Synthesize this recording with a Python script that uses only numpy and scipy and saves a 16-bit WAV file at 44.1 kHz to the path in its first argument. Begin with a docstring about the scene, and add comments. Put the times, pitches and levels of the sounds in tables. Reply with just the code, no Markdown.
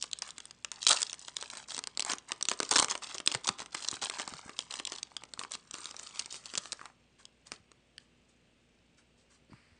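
"""Over faint mains hum and the hiss of a small room, hands open the foil wrapper of a card pack.
Each pull crinkles the foil and creases buckle with short snaps; the seam rips at 0.9 s and at 2.7 s.
The wrapper is peeled back amid fingertip taps and soft bumps of the pack, and from 5.5 s the crinkle
smooths into sliding as the cards come out. The wrapper is set aside with a light click at 8 s,
and at 9.5 s a thumb pushes the top card across the stack."""
import sys
import numpy as np
from scipy import signal
from scipy.fft import rfft, irfft
from scipy.io import wavfile
from scipy.ndimage import uniform_filter1d

SR = 44100
rng = np.random.default_rng(int(sys.argv[2]) if len(sys.argv) > 2 else 0)


def generate_wav(sig):
    """Save sig (samples, or channels by samples) to the path in sys.argv[1] as 16-bit PCM at SR."""
    pcm = np.round(np.clip(np.atleast_2d(sig).T, -1, 1) * 32767).astype(np.int16)
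    wavfile.write(sys.argv[1], SR, pcm)


N = 431738
CUTOFF_HZ = 9350   # top edge of the whole mix


def from_db(db):
    """Decibels to gain."""
    return 10 ** (np.asarray(db) / 20)


def rms_one(x):
    """Scale to rms 1."""
    return x / np.sqrt(np.mean(x ** 2) + 1e-20)


def at_level(pulse, db):
    """Give a pulse the energy of 5 ms of sound at this level."""
    return pulse * from_db(db) * np.sqrt(.005 * SR / np.sum(pulse ** 2))


def add(out, s, sound):
    """Mix a sound in at time s."""
    at = int(np.clip(round(s * SR), 0, N - 1))
    out[at:at + len(sound)] += sound[:N - at]


def automation(curve):
    """Join breakpoints of time and value with straight ramps."""
    return np.interp(np.arange(N) / SR, *np.transpose(curve))


def equalise(x, curve, size=2048):
    """Minimum-phase EQ along a curve of Hz and dB: nothing sounds ahead of a transient."""
    hz, db = np.transpose(curve)
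    grid = np.maximum(np.fft.rfftfreq(size, 1 / SR), 1)
    gains = from_db(np.interp(np.log(grid), np.log(hz), db))
    cepstrum = irfft(np.log(gains))
    cepstrum[1:size // 2] *= 2
    cepstrum[size // 2 + 1:] = 0
    impulse = irfft(np.exp(rfft(cepstrum)))
    return signal.fftconvolve(x, impulse)[:len(x)]


def resonate(x, hz, width_hz):
    """One resonance with unity gain at its peak."""
    r = np.exp(-np.pi * width_hz / SR)
    feedback = [1, -2 * r * np.cos(2 * np.pi * hz / SR), r * r]
    return signal.lfilter(np.array([1, 0, -1]) * (1 - r * r) / 2, feedback, x)


def jolt(decay_s, flutter, size=900):
    """A buckle or contact: one spike, then scattered waves that die in milliseconds."""
    pulse = flutter * rng.standard_normal(size) * np.exp(-np.arange(size) / SR / decay_s)
    pulse[0] = rng.choice([-1, 1])
    return pulse


# Mains hum. Each row: frequency in Hz, rms level in dB.
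HUM_PARTIALS = [(60, -78), (120, -83.5), (240, -78)]
# Tone of the room's hiss. Each row: frequency in Hz, gain in dB.
HISS_EQ = [(25, -8), (70, -1.5), (150, 4.5), (260, -0.5), (500, -3), (1100, -14.5), (1900, -12.5),
           (2700, -7.5), (4500, -18.5), (9000, -29)]
def room_tone(hiss_db=-69):
    """A steady bed of mains hum and room hiss."""
    t = np.arange(N) / SR
    hum = sum(from_db(db) * np.sqrt(2) * np.sin(2 * np.pi * (hz * t + rng.random()))
              for hz, db in HUM_PARTIALS)
    return hum + from_db(hiss_db) * rms_one(equalise(rng.standard_normal(N), HISS_EQ))


def room_reverb(x, t60_s=0.3, send_db=-15, size=26000):
    """Scattered wall echoes, sparse at first and denser as they fade."""
    t = np.arange(size) / SR
    arrives = (rng.random(size) < .03 + 3 * t) & (t > .009)
    echoes = rng.standard_normal(size) * arrives / np.sqrt(0.012 + 3 * t) * from_db(-60 * t / t60_s)
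    echoes /= np.sqrt(np.sum(echoes ** 2))
    echoes = equalise(echoes, [(130, -1.5), (380, 6.0), (3500, -5.0), (9000, -14.5)])
    return from_db(send_db) * signal.fftconvolve(x, echoes)[:N]


# The thumb pushing the top card across the stack. Each row: time in seconds, level in dB.
SWISH_FADER = [(9.47, -100), (9.51, -65.5), (9.79, -73)]
def card_swish():
    """Glossy card on card: smooth hiss with the stack's hollow note and a thin sheen from the edge."""
    rub = rng.standard_normal(N)
    hiss = resonate(rub, hz=2150, width_hz=680) - resonate(rub, hz=1013, width_hz=330)
    sheen = resonate(rub, hz=4600, width_hz=900) + resonate(rub, hz=8000, width_hz=2000) / 2
    swish = resonate(hiss + 0.53 * sheen, hz=1910, width_hz=4200)
    return from_db(automation(SWISH_FADER)) * rms_one(swish)


# The ring of the click. Each row: frequency in Hz, relative level in dB.
CLICK_RING = [(1760, -5), (3100, -0.5), (4500, -1), (8900, -8.5)]
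def set_aside_click(s=7.9805, db=-42.5):
    """One light, hard contact with a short, bright ring as the wrapper is set aside."""
    kick, out = jolt(decay_s=0.002, flutter=0.03), np.zeros(N)
    ring = sum(from_db(mode_db) * rms_one(resonate(resonate(kick, hz, hz / 10), hz, hz / 2))
               for hz, mode_db in CLICK_RING)
    add(out, s, at_level(ring, db))
    return out


# The pack bumping against the fingers. Each row: start in seconds, peak level in dB, pitch in Hz.
PACK_BUMPS = [(2.793, -32, 260), (3.351, -38, 118), (3.496, -37, 139.9), (3.928, -38, 231.9),
              (4.323, -42, 245.8), (4.345, -46.5, 125.4), (4.459, -43, 183.3), (5.387, -49, 173.7),
              (6.578, -43, 165.4), (7.525, -52, 171), (7.599, -56, 95.2), (9.497, -50, 240),
              (9.52, -44, 210), (9.535, -46, 120), (9.718, -57, 61.8)]
def pack_bumps(rise_s=0.002, q=1.3, size=6000):
    """Fingers are soft: a bump swells briefly and dies fast, over a low thud of the hand."""
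    out, t = np.zeros(N), np.arange(size) / SR
    hand = rms_one(np.sin(2 * np.pi * 90 * t) * np.exp(-t / 0.0088))
    for s, db, hz in PACK_BUMPS:
        push = jolt(decay_s=0.008, flutter=0.03, size=size)
        pack = rms_one(resonate(resonate(push, hz, hz / q), hz, hz))
        thud = (pack + 0.28 * hand) * (1 - np.exp(-t / rise_s))
        add(out, s, from_db(db) * thud / np.abs(thud).max())
    return out


# Tone of the wrapper's panels. Each row: frequency in Hz, gain in dB.
PANEL_EQ = [(70, -20), (150, -12), (300, -3.5), (700, -6), (1170, -0.5), (1600, -5), (2200, -5),
            (4000, -24)]
def panel_tone(x):
    """The midrange body of a flexing foil panel."""
    return equalise(x, PANEL_EQ)


# Tone of the creases. Each row: frequency in Hz, gain in dB.
CREASE_EQ = [(900, -21), (2200, -8), (2750, 1.5), (3600, 2), (4700, 1), (6000, 0), (8500, 0), (10000, -13)]
def crease_tone(x):
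    """The crisp, bright edge of a foil crease."""
    return equalise(x, CREASE_EQ)


# Fingertips denting the wrapped cards. Each row: start in seconds, level in dB, hollow note in Hz.
FINGER_TAPS = [(1.437, -45, 1105), (3.022, -45, 1040), (3.927, -40.5, 1111), (4.111, -43, 1190),
               (4.392, -44.5, 1070), (5.1175, -52, 853.7), (5.221, -51, 757), (5.376, -47.5, 1060),
               (5.4136, -38, 1079), (5.4495, -41, 1010), (6.7934, -48.5, 1358), (6.8140, -41.5, 1184),
               (6.862, -49, 990), (6.9, -56, 912), (9.532, -54, 1020)]
def finger_taps(knock_db=-5, tick_db=-16):
    """A fingertip makes a dull knock with a hollow note; the foil under it ticks faintly."""
    out = np.zeros(N)
    for s, db, hz in FINGER_TAPS:
        kick = jolt(decay_s=0.00195, flutter=0.17)
        note = rms_one(resonate(resonate(kick, hz, width_hz=350), hz, width_hz=1100))
        knock = from_db(knock_db) * rms_one(panel_tone(kick))
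        tick = from_db(tick_db) * rms_one(crease_tone(kick))
        add(out, s, at_level(note + knock + tick, db))
    return out


# The wrapper sounds fuller as it opens. Each row: time in seconds, bass shelf gain in dB.
BASS_SHELF = [(1.0, -12), (1.8, 1.5), (4.0, 1.5)]
def loosen(foil, below_hz=560):
    """A slack, open wrapper radiates more bass than one stretched tight round the cards."""
    bass = signal.sosfilt(signal.butter(1, below_hz, fs=SR, output="sos"), foil)
    return foil + (from_db(automation(BASS_SHELF)) - 1) * bass


def card_reflection(x, lag_s=0.0013, sway=.35, grips_per_s=7, gain=.5):
    """The cards under the foil return its sound a moment later; the hollow colour shifts with the gap."""
    t = np.arange(N) / SR
    grip_s = 1 / grips_per_s
    grips = np.arange(0, t[-1] + 1, grip_s)
    lags = lag_s * np.exp(sway * rng.standard_normal(N)[:len(grips)])
    echo = np.zeros(N)
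    for s, lag in zip(grips, lags):
        near = slice(max(int((s - grip_s) * SR), 0), int((s + grip_s) * SR))
        crossfade = np.cos(np.pi / 2 * (t[near] - s) / grip_s)
        echo[near] += crossfade * np.roll(x, int(lag * SR))[near]
    return (x + gain * echo) / np.sqrt(1 + gain ** 2)


def gesture(s, length_s, attack_s=0.012, release_s=0.022):
    """Envelope of one finger movement, 0-1: the foil takes up the strain, holds, then settles."""
    t = np.maximum(np.arange(N) / SR - s, 0)
    return np.minimum(t / attack_s, 1) * np.exp(-np.clip((t - length_s) / release_s, 0, 20))


# Light crinkle of the wrapper merely being held. Each row: time in seconds, drive in dB.
HOLD_FADER = [(0.0, -65.5), (0.45, -62.5), (0.56, -70.5), (1.1, -62), (2.24, -69), (2.6, -60.5),
              (3.68, -68), (4.4, -60), (5.3, -68), (5.65, -67.5), (6.1, -57.5), (6.8, -61.5), (6.96, -79),
              (9.79, -80.5)]
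# Fingers pulling on the wrapper, later on the bare cards.
# Each row: start in seconds, length in seconds, crinkle drive in dB, panel flex drive in dB.
FINGER_PULLS = [(0.0, 0.039, -48, -64), (0.211, 0.078, -52, -56.5), (0.717, 0.079, -56.5, -59),
                (0.799, 0.046, -47, -82), (0.928, 0.077, -38, -48.5), (1.026, 0.09, -50, -77),
                (1.175, 0.12, -54, -80), (1.354, 0.11, -53, -63), (1.495, 0.12, -50, -55),
                (1.681, 0.062, -42.5, -56.5), (2.058, 0.057, -38, -41), (2.273, 0.047, -52, -52.5),
                (2.486, 0.041, -44.5, -58), (2.608, 0.13, -49, -59), (2.888, 0.023, -36.5, -43),
                (3.017, 0.039, -44, -51.5), (3.085, 0.069, -46, -52.5), (3.268, 0.085, -47, -56.5),
                (3.433, 0.056, -44.5, -54), (3.576, 0.038, -49, -54), (3.715, 0.25, -47, -57),
                (4.012, 0.043, -37, -47.5), (4.109, 0.068, -48.5, -50.5), (4.176, 0.037, -42.5, -45),
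                (4.265, 0.13, -53, -58), (4.428, 0.063, -58.5, -57), (4.565, 0.052, -49.5, -68),
                (4.695, 0.089, -46.5, -55), (4.859, .13, -50, -59), (5.393, 0.026, -47.5, -57),
                (5.503, 0.04, -47, -56.5), (5.727, 0.16, -50, -57), (5.979, 0.093, -51, -63),
                (6.135, 0.085, -49.5, -57), (6.301, 0.064, -46, -76), (6.452, 0.23, -53, -63),
                (6.795, 0.078, -66, -60.5), (7.182, 0.025, -60, -63.5), (7.452, 0.029, -61, -63.5),
                (7.508, 0.038, -56, -59.5), (7.99, 0.04, -70, -79), (8.28, 0.025, -69, -80.5),
                (8.97, 0.021, -64.5, -66), (9.169, 0.05, -70, -82.5), (9.296, 0.055, -65, -70.5)]
def hand_effort(hold_flex_db=-4.5):
    """Holding and pulling add in power to drive the fine crinkle and the panel flex."""
    held = from_db(automation(HOLD_FADER))
    crinkle_power, flex_power = held ** 2, (held * from_db(hold_flex_db)) ** 2
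    for s, length_s, crinkle_db, flex_db in FINGER_PULLS:
        pull = gesture(s, length_s)
        crinkle_power += (pull * from_db(crinkle_db)) ** 2
        flex_power += (pull * from_db(flex_db)) ** 2
    return np.sqrt(crinkle_power), np.sqrt(flex_power)


# Creasing gives way to sliding. Each row: time in seconds, share of smooth friction from 0 to 1.
SLIDE_BLEND = [(5.5, 0.18), (5.85, 0.5), (8.2, 0.8)]
def crinkles(per_s, spread_db, low_hz, high_hz, width_hz, pitches=24):
    """Tiny creases of many pitches pop at random over the hiss of sliding foil; steady rms 1."""
    sizes = from_db(spread_db * np.minimum(rng.exponential(1, N), 4))
    pops = sizes * (rng.random(N) < per_s / SR)
    pitch_index, crackle = rng.integers(0, pitches, N), np.zeros(N)
    for k, hz in enumerate(np.geomspace(low_hz, high_hz, pitches)):
        grain = rms_one(resonate(jolt(decay_s=0.0023, flutter=0.25), hz, width_hz))
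        crackle += signal.oaconvolve(pops * (pitch_index == k), grain)[:N]
    smooth = automation(SLIDE_BLEND)
    friction = rms_one(resonate(rng.standard_normal(N), np.sqrt(low_hz * high_hz), 2 * high_hz))
    texture = np.sqrt(1 - smooth) * rms_one(crackle) + np.sqrt(smooth) * friction
    # the hand feeds energy in evenly: a big pop relieves the creases near it
    return texture / np.sqrt(uniform_filter1d(texture ** 2, size=2600) + 1e-9)


def foil_rustle(crinkle_drive, flex_drive):
    """Fine crackle and lower panel rustle follow how hard the foil is worked."""
    fine = crinkles(per_s=190, spread_db=4.2, low_hz=2800, high_hz=9200, width_hz=2200)
    flex = crinkles(per_s=450, spread_db=4.5, low_hz=430, high_hz=1850, width_hz=1700)
    return (from_db(-0.88) * crinkle_drive * rms_one(crease_tone(fine))
            + from_db(0.2) * flex_drive * rms_one(panel_tone(flex)))


def small_creases(drive, per_s=20, reference_db=-52, slack_db=-67, aside_s=7.6, count=400):
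    """Cues for lesser snaps: strain lets go crease by crease, oftener and harder with more drive."""
    push = np.clip((drive - from_db(slack_db)) / from_db(reference_db), 0, 2)
    in_hand = np.arange(N) / SR < aside_s
    strain = np.cumsum(per_s * push * in_hand) / SR
    scatter = rng.standard_normal((count, 3))
    onsets = np.searchsorted(strain, np.arange(count) + 2 * rng.random(count))
    cues = []
    for at, (size, pitch, flex) in zip(onsets[onsets < N], scatter):
        over_db = 20 * np.log10(drive[at]) - reference_db
        crack_db = -49.5 + 0.93 * over_db + 1.5 * size
        hz = np.clip(4000 * 2 ** (0.72 * pitch), 2000, 9000)
        panel_db = crack_db - 6.5 + 1.5 * flex
        cues.append((at / SR, crack_db, hz, panel_db))
    return cues


def chain_reaction(creases, chance=.55, gap_s=0.0061, loss_db=8.5):
    """A buckling crease often trips a weaker neighbour just after; returns the cues of both."""
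    followers = []
    for s, crack_db, hz, panel_db in creases:
        trips, wait, pitch = rng.random(3)
        if trips < chance:
            next_hz = min(hz * 2 ** (pitch - .5), CUTOFF_HZ)
            followers.append((s + gap_s * (.5 + wait), crack_db - loss_db, next_hz, panel_db - loss_db))
    return followers + creases


def facet_crack(kick, hz, spread=.5, ring_db=-5, width_hz=800):
    """A broad crack; the facet beside the crease rings briefly at its pitch and in two weaker modes."""
    crack = rms_one(resonate(kick, hz, width_hz=14000) + 0.096 * kick)
    modes = np.minimum(hz * np.exp(spread * rng.standard_normal(2)), CUTOFF_HZ)
    main_ring = rms_one(resonate(kick, hz, width_hz))
    side_rings = sum(rms_one(resonate(kick, mode, width_hz)) for mode in modes)
    return crack + from_db(ring_db) * rms_one(main_ring + side_rings / 2)


# The loudest creases buckling.
# Each row: start in seconds, crack level in dB, crack pitch in Hz, panel level in dB.
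LOUD_CREASES = [(0.0253, -29, 4240, -56), (0.0404, -39.5, 2950, -41.5), (0.114, -44.5, 5520, -58),
                (0.1318, -28.5, 4420, -48.5), (0.188, -39.5, 8700, -78), (0.221, -31, 4960, -37.5),
                (0.29, -46, 3466, -49), (0.306, -41, 6880, -59), (0.3817, -40.5, 8870, -45.5),
                (0.403, -43.5, 2880, -52), (0.4546, -43, 8830, -58), (0.5094, -44, 4380, -52),
                (0.6471, -32, 3200, -39), (0.7169, -34.5, 4790, -44.5), (0.8294, -32.5, 4070, -66),
                (0.8498, -39, 5960, -64), (0.867, -15.5, 4270, -27.5), (0.8735, -21, 4870, -45),
                (0.8838, -23, 5500, -41), (0.8898, -20.5, 8000, -47), (0.894, -22, 3870, -35),
                (0.9082, -17.5, 3870, -38), (0.9155, -19, 4000, -27), (0.9255, -28.5, 4386, -43),
                (0.9297, -22.5, 4880, -31), (1.0186, -26.5, 6900, -41.5), (1.029, -23.5, 5150, -40),
                (1.0972, -37, 4560, -61.5), (1.1302, -34, 5986, -46), (1.142, -45, 4960, -50),
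                (1.2824, -39, 3137, -42.5), (1.3674, -29.5, 3830, -45.5), (1.388, -55, 3500, -50),
                (1.4115, -40, 6000, -58.5), (1.426, -37, 3630, -39.5), (1.501, -39.5, 3750, -72),
                (1.535, -47, 3486, -43.5), (1.5711, -41, 5094, -47), (1.746, -35, 3934, -51),
                (1.766, -38, 6005, -48), (1.7793, -35.5, 5790, -40), (1.7905, -33, 5980, -40),
                (1.8389, -36, 3130, -48.5), (1.8723, -33.5, 2204, -42), (1.9738, -30.5, 4440, -43),
                (1.9954, -27.5, 2187, -41.5), (2.0044, -28.5, 4632, -49), (2.0234, -31, 4377, -42.5),
                (2.049, -33, 8300, -42), (2.0985, -33, 4533, -42), (2.119, -31, 7020, -50.5),
                (2.1342, -31.5, 6120, -34.5), (2.184, -41.5, 2800, -56), (2.319, -28.5, 4247, -35.5),
                (2.4107, -39, 2796, -43), (2.4263, -25, 5830, -45), (2.4533, -33, 2180, -49),
                (2.486, -22.5, 6116, -35.5), (2.4965, -32, 7000, -53), (2.5148, -28.5, 6590, -28.5),
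                (2.5903, -43, 5910, -62), (2.6024, -26.5, 2450, -27), (2.63, -32, 5930, -36),
                (2.6917, -36, 4990, -53), (2.7112, -22, 6630, -36), (2.7168, -29, 5110, -28.5),
                (2.7262, -31, 4500, -32), (2.7578, -24, 5040, -26.5), (2.7612, -19, 5940, -23.5),
                (2.767, -24, 6000, -32), (2.7838, -26, 6800, -44.5), (2.7895, -21, 3305, -29.5),
                (2.7974, -19, 8200, -30), (2.8264, -26.5, 6250, -27.5), (2.8453, -27, 5320, -33),
                (2.884, -37.5, 3315, -36.5), (2.9113, -27, 7110, -38), (2.9529, -35.5, 2190, -34.5),
                (2.977, -42.5, 6010, -55), (3.1486, -41.5, 3505, -42), (3.1825, -35, 3830, -54),
                (3.2018, -38, 2177, -40), (3.262, -31, 7910, -48), (3.2748, -16.5, 3467, -32),
                (3.3164, -31.5, 3277, -43), (3.3228, -35, 5560, -47), (3.3415, -34, 4900, -43),
                (3.3487, -27.5, 2620, -29.5), (3.4715, -30, 5244, -48), (3.4772, -27.5, 4840, -35),
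                (3.4894, -23, 4200, -26.5), (3.5935, -41.5, 4000, -48), (3.603, -41, 3155, -39.5),
                (3.619, -44, 3480, -40.5), (3.6602, -46, 2709, -50), (3.7485, -33, 2800, -33),
                (3.825, -41, 4984, -54), (3.847, -36.5, 5020, -50), (3.8856, -25.5, 5110, -46.5),
                (3.9135, -33.5, 7024, -49), (3.941, -39, 4990, -46), (3.968, -48, 4500, -44),
                (4.0237, -38, 6500, -43), (4.0396, -38, 5500, -39), (4.0983, -31, 2392, -39.5),
                (4.1863, -47, 3460, -45), (4.1976, -38, 2194, -33.5), (4.2178, -38.5, 4962, -51),
                (4.2772, -37, 2770, -37), (4.3373, -43, 4516, -42.5), (4.4942, -47.5, 2235, -41.5),
                (4.5901, -28, 2800, -40.5), (4.7397, -35.5, 2729, -44.5), (4.7986, -36, 2710, -38),
                (4.8516, -32, 3000, -76), (4.8726, -33.5, 3050, -49), (4.9207, -35.5, 2350, -40),
                (4.9609, -43, 4000, -51), (5.0299, -32, 4680, -52.5), (5.1666, -33.5, 3042, -46),
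                (5.2365, -44.5, 2983, -47), (5.3369, -38.5, 4270, -49.5), (5.3926, -33.5, 3375, -44),
                (5.4357, -40, 2992, -44), (5.519, -35, 7380, -58), (5.5377, -38.5, 4200, -51),
                (5.5517, -36.5, 2180, -43.5), (5.7105, -39.5, 6830, -53.5), (5.7414, -37.5, 2180, -42.5),
                (5.8437, -42.5, 6470, -58), (5.8566, -36, 3777, -48), (5.9107, -41.5, 5990, -53),
                (5.9435, -55, 2296, -46.5), (5.9656, -41.5, 5727, -57), (5.996, -41.5, 7490, -50.5),
                (6.0715, -42.5, 5008, -63), (6.1938, -30, 5530, -48.5), (6.1968, -31.5, 5507, -56),
                (6.2591, -40, 5962, -52), (6.3257, -38.5, 6804, -54.5), (6.4573, -40, 4755, -57.5),
                (6.538, -40.5, 4290, -42.5), (6.5534, -33, 2256, -44), (6.5762, -28, 6020, -39),
                (6.5802, -28.5, 6900, -45), (6.6565, -44, 4000, -45.5), (6.7211, -32, 4820, -62.5),
                (6.7287, -35, 4840, -41.5), (6.8561, -46.5, 4140, -44), (7.2537, -45, 4310, -61.5),
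                (7.4697, -50.5, 4670, -61), (7.519, -36.5, 2186, -42), (7.7167, -55, 2888, -57)]
def crease_snaps(creases, hard_db=-25):
    """A crease cracks in two quick steps and jolts the panel around it, which rings lower and longer."""
    out = np.zeros(N)
    for s, crack_db, hz, panel_db in creases:
        step = jolt(decay_s=0.0018, flutter=0.12)
        wait_s = 0.001 if crack_db > hard_db else 0.00045   # a hard snap runs further along the crease
        lag = int(wait_s * (.5 + rng.random()) * SR)
        second_step = rng.choice([-1, 1]) * np.pad(step, (lag, 0))[:len(step)]
        crack = crease_tone(facet_crack(0.69 * step + second_step, hz))
        panel = panel_tone(jolt(decay_s=0.0036, flutter=0.18))
        add(out, s, at_level(crack, crack_db) + at_level(panel, panel_db))
    return out


# The seam ripping open.
# Each row: start in seconds, length in seconds, foil drive in dB, drive of the pack's hollow note in dB.
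SEAM_RIPS = [(0.887, 0.04, -31, -31.5), (2.705, 0.105, -29, -35)]
def seam_rips(breaks_per_s=520, spread_db=4):
    """The seam gives way in a fast run of tiny breaks that ring the taut foil and the hollow pack."""
    breaks = (rng.random(N) < breaks_per_s / SR) * from_db(spread_db * rng.standard_normal(N))
    breaks *= rng.choice([-1, 1], N)
    kicks = signal.oaconvolve(breaks, jolt(decay_s=0.0018, flutter=0.1))[:N]
    foil_ring = from_db(5) * resonate(kicks, hz=3750, width_hz=430)
    pack_ring = from_db(6) * resonate(kicks, hz=1200, width_hz=450)
    foil = rms_one(crease_tone(kicks + foil_ring))
    pack = rms_one(panel_tone(resonate(kicks, hz=950, width_hz=1200) + pack_ring))
    tear = sum(gesture(s, length_s) * (from_db(foil_db) * foil + from_db(pack_db) * pack)
               for s, length_s, foil_db, pack_db in SEAM_RIPS)
    return tear - resonate(tear, hz=2350, width_hz=1100)   # scoop the mids between the two rings


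def scene():
    """The wrapper up close, the room behind it; the pack's soft bumps stay short and dry."""
    crinkle_drive, flex_drive = hand_effort()
    foil = crease_snaps(LOUD_CREASES) + finger_taps()
    foil += card_reflection(foil_rustle(crinkle_drive, flex_drive) + seam_rips())
    foil += crease_snaps(chain_reaction(small_creases(crinkle_drive)))
    close = loosen(foil) + set_aside_click() + card_swish()
    return (close + room_reverb(close) + pack_bumps() + room_tone())[None]


def record(dry):
    """A soft clip rounds the sharpest peaks, then a steep low-pass cuts the top."""
    ceiling = .5
    rounded = ceiling * np.tanh(dry / ceiling)
    return signal.sosfilt(signal.ellip(6, .3, 50, CUTOFF_HZ, fs=SR, output="sos"), rounded)


dry = scene()
out = record(dry)
generate_wav(out)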